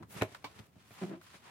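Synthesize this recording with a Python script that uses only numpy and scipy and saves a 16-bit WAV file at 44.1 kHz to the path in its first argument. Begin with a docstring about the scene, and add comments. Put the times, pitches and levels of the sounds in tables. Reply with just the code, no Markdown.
"""A pair of jeans swishes through the air and flops on a padded table in a small workshop.
Sliding threads snag and hiss; folds slap down, ring the table top and thud into the padding.
Seams tick, stitching snaps, a button knocks. A hand pats and smooths the denim; where it
drags hard it sticks and slips, and the table top drones."""
import sys
import numpy as np
from scipy import signal
from scipy.fft import rfft, irfft
from scipy.io import wavfile
from scipy.ndimage import uniform_filter1d

SR = 44100
rng = np.random.default_rng(int(sys.argv[2]) if len(sys.argv) > 2 else 0)


def log_audio(samples):
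    """Write samples as a 16-bit WAV file to the path given in sys.argv[1]."""
    # one column per channel
    frames = np.atleast_2d(samples).T
    # limit to full scale, then quantise
    limited = np.clip(frames, -1, 1)
    pcm = np.round(limited * 32767).astype(np.int16)
    wavfile.write(sys.argv[1], SR, pcm)


N = 66150
T = np.arange(N) / SR

# sliding speed, as a level curve: t/s, level/dB
CLOTH_SPEED = [(0, -75), (0.08, -78), (0.106, -59), (0.135, -57.5), (0.172, -47.5), (0.205, -50),
               (0.245, -83), (0.29, -60), (0.34, -56), (0.395, -68.5), (0.44, -65), (0.50, -65),
               (0.585, -59), (0.62, -66), (0.665, -69.5), (0.715, -78)]
HAND_SPEED = [(0.72, -76.5), (0.80, -68), (0.88, -66.5), (0.95, -59.5), (1.0, -55.5), (1.04, -55),
              (1.09, -60.5), (1.145, -68), (1.195, -74), (1.255, -60), (1.285, -62), (1.355, -56),
              (1.41, -67.5), (1.425, -65), (1.462, -58.5), (1.5, -62)]
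# billowing denim, light skims, firm fingertip rubs: centre t/s, half width/s, level/dB
BILLOWS = [(0.02, 0.035, -55.5), (0.097, 0.016, -59.5), (0.17, 0.033, -52.5), (0.595, 0.019, -52),
           (0.772, 0.02, -60)]
SKIMS = [(0.125, 0.029, -55.5), (0.665, 0.011, -71.5), (0.925, 0.06, -66), (1.235, 0.023, -66.5)]
RUBS = [(0.59, 0.046, -63.5), (0.99, 0.036, -58.5), (1.14, 0.026, -54.5), (1.47, 0.039, -57)]
# dragging fold, palm, fingertip, one curve each: t/s, force/dB, slip rate/Hz
DRAGS = [
    [(0, -54, 280), (0.011, -50, 345), (0.022, -55, 260), (0.05, -70, 230)],
    [(1.010, -55, 220), (1.019, -32.5, 210), (1.045, -36, 170), (1.055, -46, 205), (1.10, -43.5, 194),
     (1.123, -46.5, 205), (1.15, -57, 180), (1.185, -74, 175)],
    [(1.095, -62, 350), (1.114, -44, 338), (1.135, -46.5, 328), (1.16, -55, 334), (1.205, -69, 360)],
]
# hem or fingertip taps: t/s, level/dB, centre f/Hz
TAPS = [(0.026, -51, 900), (0.031, -52, 1200), (0.3485, -44.5, 1350), (1.2135, -52, 1450)]
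# weight settling on the padding: peak t/s, level/dB, rise/s, upper mode re lower/dB
THUDS = [(0.037, -52.5, 0.0043, 1.5), (0.095, -58.5, 0.0041, 6.5), (0.166, -52, 0.014, 6),
         (0.221, -25.5, 0.0042, -7), (0.322, -52, 0.0017, -12), (0.453, -51, 0.0043, -25),
         (0.559, -53, 0.0028, -11), (0.603, -47.5, 0.0033, -2.5), (0.765, -52.5, 0.00068, -2),
         (0.916, -54, 0.0019, -6), (1.354, -60.5, 0.0027, 5.5)]
# folds landing: t/s, cloth level/dB, decay/s, table ring/dB, L-R/dB
SLAPS = [(0.165, -61.5, 0.019, -63, -16), (0.2103, -42, 0.0048, -57, 6), (0.2138, -31, 0.003, -43, -3),
         (0.2200, -25, 0.004, -47, 1), (0.2245, -41, 0.014, -34, 0), (0.758, -89, 0.0037, -68.5, 10),
         (0.908, -56.5, 0.0085, -60, -1.5), (1.343, -53.5, 0.008, -61, 1)]
# stitching snaps; seam and fingernail ticks: t/s, level/dB, L-R/dB
SNAPS = [(0.2139, -36, -2), (0.2203, -26.5, 0), (0.2217, -23, 2), (0.2325, -30, -7), (0.5786, -52, 3),
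         (0.5906, -42, 1), (0.5982, -44, -2)]
TICKS = [(0.2329, -44, -3), (0.3469, -42.5, 1), (0.5915, -55, 19)]
# thick seam landing: t/s, level/dB, f/Hz, decay/s
SEAM_BLOWS = [(0.2243, -18, 480, 0.0015)]
# button hit and bounce: t/s, ring/dB, click/dB, L-R/dB
BUTTON_HITS = [(0.443, -41.5, -40, 1), (0.4468, -37.5, -61, -5)]

# table top under a drag: f/Hz, bandwidth/Hz, level/dB
DRONE_MODES = [(192, 75, 0), (334, 30, -3.5), (470, 70, -25), (640, 90, -21)]
# ring of the struck table top and of the button knock: f/Hz, level/dB, t60/s
TABLE_MODES = [(228, -11, .08), (290, -7, .06), (335, -6, .08), (380, -9, .14), (450, 3, .06),
               (565, -4, .08), (635, -4, .13), (700, -5, .08), (842, -12, .12), (1090, -11, .07),
               (1275, -11, .05), (1440, -11, .05), (1690, -9, .05)]
BUTTON_MODES = [(295, -21, 0.1), (449.6, -11, 0.064), (800, -15, 0.04), (890, 0, .046), (975, -5, 0.04),
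                (1130, -8, 0.06), (1490, -14, 0.044), (1916, -24, 0.05), (2270, -3, 0.06),
                (2780, -10, 0.04), (3560, -12, 0.04), (4110, -11, 0.04), (4390, -11, 0.04)]

# noise spectra by source: f/Hz, relative level/dB
CLOTH_SPECTRUM = [(60, -13), (200, -1), (500, 0.5), (1300, -2), (2400, -3.5), (3300, -7), (6000, -12.5),
                  (10000, -14.5), (13000, -18.5), (16000, -44)]
HAND_SPECTRUM = [(60, -26), (200, -9), (550, -8.5), (1050, 2.5), (1600, -1), (2500, -1), (3500, -3.5),
                 (6000, -9), (10000, -12), (13000, -19.5), (16000, -24)]
BILLOW_SPECTRUM = [(40, -17.5), (90, -0.5), (200, 5), (330, -9), (500, -11), (1000, -28), (4000, -62)]
SKIM_SPECTRUM = [(1000, -12), (5000, -6), (10000, -1), (13000, -1), (16000, -4)]
RUB_SPECTRUM = [(60, -32), (190, 3), (350, -7), (600, -8), (950, 1), (1350, -7), (1900, -6.5), (3000, -15),
                (6000, -31), (16000, -56)]
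SCRAPE_SPECTRUM = [(60, -51.5), (130, 5), (215, 8), (270, 10.5), (335, -2), (410, -3), (620, 5), (850, -7),
                   (1400, -10.5), (2500, -18), (5000, -43), (16000, -49)]
SLAP_SPECTRUM = [(40, -27), (100, -9), (300, -14.5), (700, 2.5), (950, -12), (1600, -1), (2000, -8),
                 (2500, 1.5), (3200, -22.5), (3900, -9.5), (4600, -27), (6000, -27), (10000, -34),
                 (16000, -58)]
SNAP_SPECTRUM = [(100, -33), (700, 7), (2000, 7), (5000, -4), (9000, -10), (12000, -10.5), (16000, -20)]
TICK_SPECTRUM = [(100, -47), (700, 0.5), (1050, 6.5), (1350, -1), (1700, -5.5), (2300, -6.5), (3700, -4),
                 (6000, -15), (10000, -22.5), (16000, -24)]
RUMBLE_SPECTRUM = [(20, -41), (45, -17), (70, -2.5), (100, 1.5), (200, -4.5), (400, -12), (1000, -19.5),
                   (2500, -27.5), (5000, -33.5), (10000, -34), (16000, -29.5)]

# room decay: f/Hz, t60/s
ROOM_T60 = [(60, 0.16), (250, 0.1), (1000, 0.19), (4000, 0.25), (16000, 0.11)]
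# reflection strength: f/Hz, level/dB
ROOM_SEND = [(60, -13), (110, -11), (220, -5), (500, -9), (1500, -14.5), (4000, -11.5), (16000, -5)]
# microphone pair: f/Hz, L-R correlation
MIC_CORRELATION = [(50, 0.65), (200, 0.81), (500, 0.63), (1000, 0.015), (2000, 0.35), (4000, 0.011),
                   (12000, -0.28)]


def amp(db):
    """dB to gain."""
    return 10 ** (np.asarray(db) / 20)


def unit_rms(x):
    """Scales to rms 1."""
    return x / np.sqrt(np.mean(x ** 2) + 1e-20)


def at_hz(points, hz):
    """Interpolates on a log-frequency axis."""
    f_hz, values = np.transpose(points)
    return np.interp(np.log(hz + 1), np.log(f_hz), values)


def envelope(points):
    """Gain from a dB curve, silent outside it."""
    return amp(np.interp(T, *np.transpose(points), left=-200, right=-200))


def swells(rows):
    """Gain of bell-shaped strokes."""
    return sum(amp(db) * np.exp(-((T - t_s) / half_s) ** 2) for t_s, half_s, db in rows)


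def burst(start_s, decay_s):
    """Instant attack, exponential decay."""
    return (T >= start_s) * np.exp(-np.maximum(T - start_s, 0) / decay_s)


def ring(start_s, modes):
    """Decaying modes, struck together."""
    age_s = np.maximum(T - start_s, 0)
    return sum(amp(db - 60 * age_s / t60_s) * np.sin(2 * np.pi * hz * age_s) for hz, db, t60_s in modes)


def pan(side_db):
    """L and R gains."""
    return amp([[side_db / 2], [-side_db / 2]])


def conv(x, impulse):
    """Convolves per channel."""
    return signal.fftconvolve(np.atleast_2d(x), np.atleast_2d(impulse), axes=1)[:, :N]


def colour(x, spectrum, size=4096):
    """Minimum-phase filter of unit energy."""
    log_gain = np.log(amp(at_hz(spectrum, abs(np.fft.fftfreq(size, 1 / SR)))))
    impulse = np.fft.ifft(np.exp(np.conj(signal.hilbert(log_gain)))).real[:size // 2]
    return conv(x, impulse / np.linalg.norm(impulse))


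def high_pass(x, hz):
    """Fourth-order bass cut."""
    return signal.sosfilt(signal.butter(4, hz, "high", fs=SR, output="sos"), x)


def mic_pair(pair):
    """Two independent signals to L and R, alike in the bass."""
    corr = at_hz(MIC_CORRELATION, np.fft.rfftfreq(N, 1 / SR))
    mid, side = irfft(rfft(pair) * np.sqrt([(1 + corr) / 2, (1 - corr) / 2]), N)
    return np.array([mid + side, mid - side])


def noise():
    """White noise at both microphones."""
    return mic_pair(rng.standard_normal((2, N)))


def friction(speed, spectrum, snags_per_s=3500, snag_share=0.25, clump_db=1.6, clump_s=0.006):
    """Threads snag in clumps: hiss with tiny snaps, amplitude proportional to speed."""
    snags = rng.standard_normal((2, N)) * amp(0.5 * np.minimum(rng.exponential(1, (2, N)), 4))
    snags *= rng.random((2, N)) < snags_per_s / SR
    clumps = amp(clump_db * unit_rms(uniform_filter1d(rng.standard_normal(N), round(clump_s * SR))))
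    hiss = np.sqrt(snag_share) * unit_rms(mic_pair(snags)) + np.sqrt(1 - snag_share) * noise()
    return colour(hiss * speed * clumps, spectrum)


def judder(rate_jitter=0.055, slip_spread_db=1.5, scrape_db=-7):
    """Uneven stick-slip pulses drive the table top to a drone, with a dull scrape."""
    top = sum(amp(db) * width_hz * np.exp(-np.pi * width_hz * T) * np.sin(2 * np.pi * hz * T)
              for hz, width_hz, db in DRONE_MODES)
    drone, total_force = 0, 0
    for drag in DRAGS:
        t_s, force_db, rate_hz = np.transpose(drag)
        uneven = 1 + rate_jitter * unit_rms(uniform_filter1d(rng.standard_normal(N), size=300))
        cycles = np.cumsum(np.interp(T, t_s, rate_hz) * uneven * (T >= t_s[0])) / SR
        slips = np.diff(np.floor(cycles), prepend=0)  # one pulse per cycle
        force = envelope(np.transpose([t_s, force_db]))
        pulses = slips * force * amp(slip_spread_db * rng.standard_normal(N))
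        steady_rms = np.std(conv(slips, top)[0, (T > t_s[0]) & (T < t_s[-1])])
        drone += conv(pulses, top) / steady_rms
        total_force += force
    scrape = amp(scrape_db) * colour(noise() * total_force, SCRAPE_SPECTRUM)
    return high_pass(drone * pan(side_db=-1) + scrape, hz=120)


def taps(decay_s=0.007, width_oct=0.45):
    """Soft, hollow contacts: a noise puff in one midrange resonance."""
    out = np.zeros((2, N))
    edge_ratio = 2 ** (width_oct / 2)
    for t_s, db, hz in TAPS:
        band = signal.butter(1, [hz / edge_ratio, hz * edge_ratio], "band", fs=SR, output="sos")
        out += amp(db) * unit_rms(signal.sosfilt(band, noise())) * burst(t_s, decay_s)
    return out


def thuds(lower_hz=104, upper_hz=190, lower_decay_s=0.0095, upper_decay_s=0.011):
    """Padding takes the weight gradually: air squeezed out of the cloth swells and dies in two low tones."""
    out = np.zeros(N)
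    for peak_s, db, rise_s, upper_db in THUDS:
        t_s = T - peak_s
        for hz, mode_db, decay_s in [(lower_hz, 0, lower_decay_s), (upper_hz, upper_db, upper_decay_s)]:
            swell = np.exp(np.minimum(t_s / rise_s, -t_s / decay_s))
            out += amp(db + mode_db) * swell * np.cos(2 * np.pi * hz * t_s)
    return out


def slaps():
    """Each fold gives a burst of cloth noise and rings the table top."""
    cloth = sum(amp(db) * pan(side_db) * burst(t_s, decay_s) for t_s, db, decay_s, _, side_db in SLAPS)
    top = sum(amp(db) * pan(side_db) * ring(t_s, TABLE_MODES) for t_s, _, _, db, side_db in SLAPS)
    return top + colour(cloth * noise(), SLAP_SPECTRUM)


def clicks(rows, spectrum, decay_s):
    """Stiff threads, seams or nails make brief, bright noise bursts."""
    gain = sum(amp(db) * pan(side_db) * burst(t_s, decay_s) for t_s, db, side_db in rows)
    return colour(noise() * gain, spectrum)


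def seam_blow():
    """A thick seam hits through the padding: one heavily damped swing of the top."""
    return sum(amp(db) * burst(t_s, decay_s) * np.sin(2 * np.pi * hz * (T - t_s))
               for t_s, db, hz, decay_s in SEAM_BLOWS)


def button_knocks(click_decay_s=0.017, left_lag_s=91e-6):
    """A button hits and bounces, right of centre: hard click, brief woody ring."""
    out = np.zeros((2, N))
    for t_s, ring_db, click_db, side_db in BUTTON_HITS:
        click = colour(noise() * burst(t_s, click_decay_s), TICK_SPECTRUM)
        tone = np.array([ring(t_s + left_lag_s, BUTTON_MODES), ring(t_s, BUTTON_MODES)])
        out += pan(side_db) * (amp(ring_db) * tone + amp(click_db) * click)
    return out


def room(x, predelay_s=0.0014):
    """Small, cluttered room: dense reflections decaying band by band."""
    hz, t_s, bands = signal.stft(noise()[:, :SR // 2], SR, nperseg=256)
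    t60_s = at_hz(ROOM_T60, hz)[:, None]
    decay = amp(at_hz(ROOM_SEND, hz)[:, None] - 60 * t_s / t60_s)
    energy_norm = np.sqrt(2 * np.log(1000) / (t60_s * SR))
    tail = signal.istft(bands * decay * energy_norm, SR, nperseg=256)[1]
    fade_in = np.clip(T[:tail.shape[1]] / predelay_s - 1, 0, 1)
    return conv(x, tail * fade_in)


def scene(rumble_db=-66):
    """Jeans, hand and table in the room, over its quiet rumble."""
    direct = friction(envelope(CLOTH_SPEED), CLOTH_SPECTRUM)
    direct += friction(envelope(HAND_SPEED), HAND_SPECTRUM)
    direct += friction(swells(BILLOWS), BILLOW_SPECTRUM)
    direct += friction(swells(SKIMS), SKIM_SPECTRUM)
    direct += friction(swells(RUBS), RUB_SPECTRUM)
    direct += thuds() + slaps() + seam_blow() + taps()
    direct += clicks(TICKS, TICK_SPECTRUM, decay_s=0.0052)
    direct += clicks(SNAPS, SNAP_SPECTRUM, decay_s=0.0006)
    direct += button_knocks() + judder()
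    return direct + room(direct) + amp(rumble_db) * colour(noise(), RUMBLE_SPECTRUM)


def record(dry, low_cut_hz=62, high_cut_hz=16000):
    """Microphone bass roll-off and band limit."""
    low_pass = signal.firwin(511, high_cut_hz, window=("kaiser", 9), fs=SR)
    return signal.oaconvolve(high_pass(dry, low_cut_hz), low_pass[None], "same")


dry = scene()
out = record(dry)
log_audio(out)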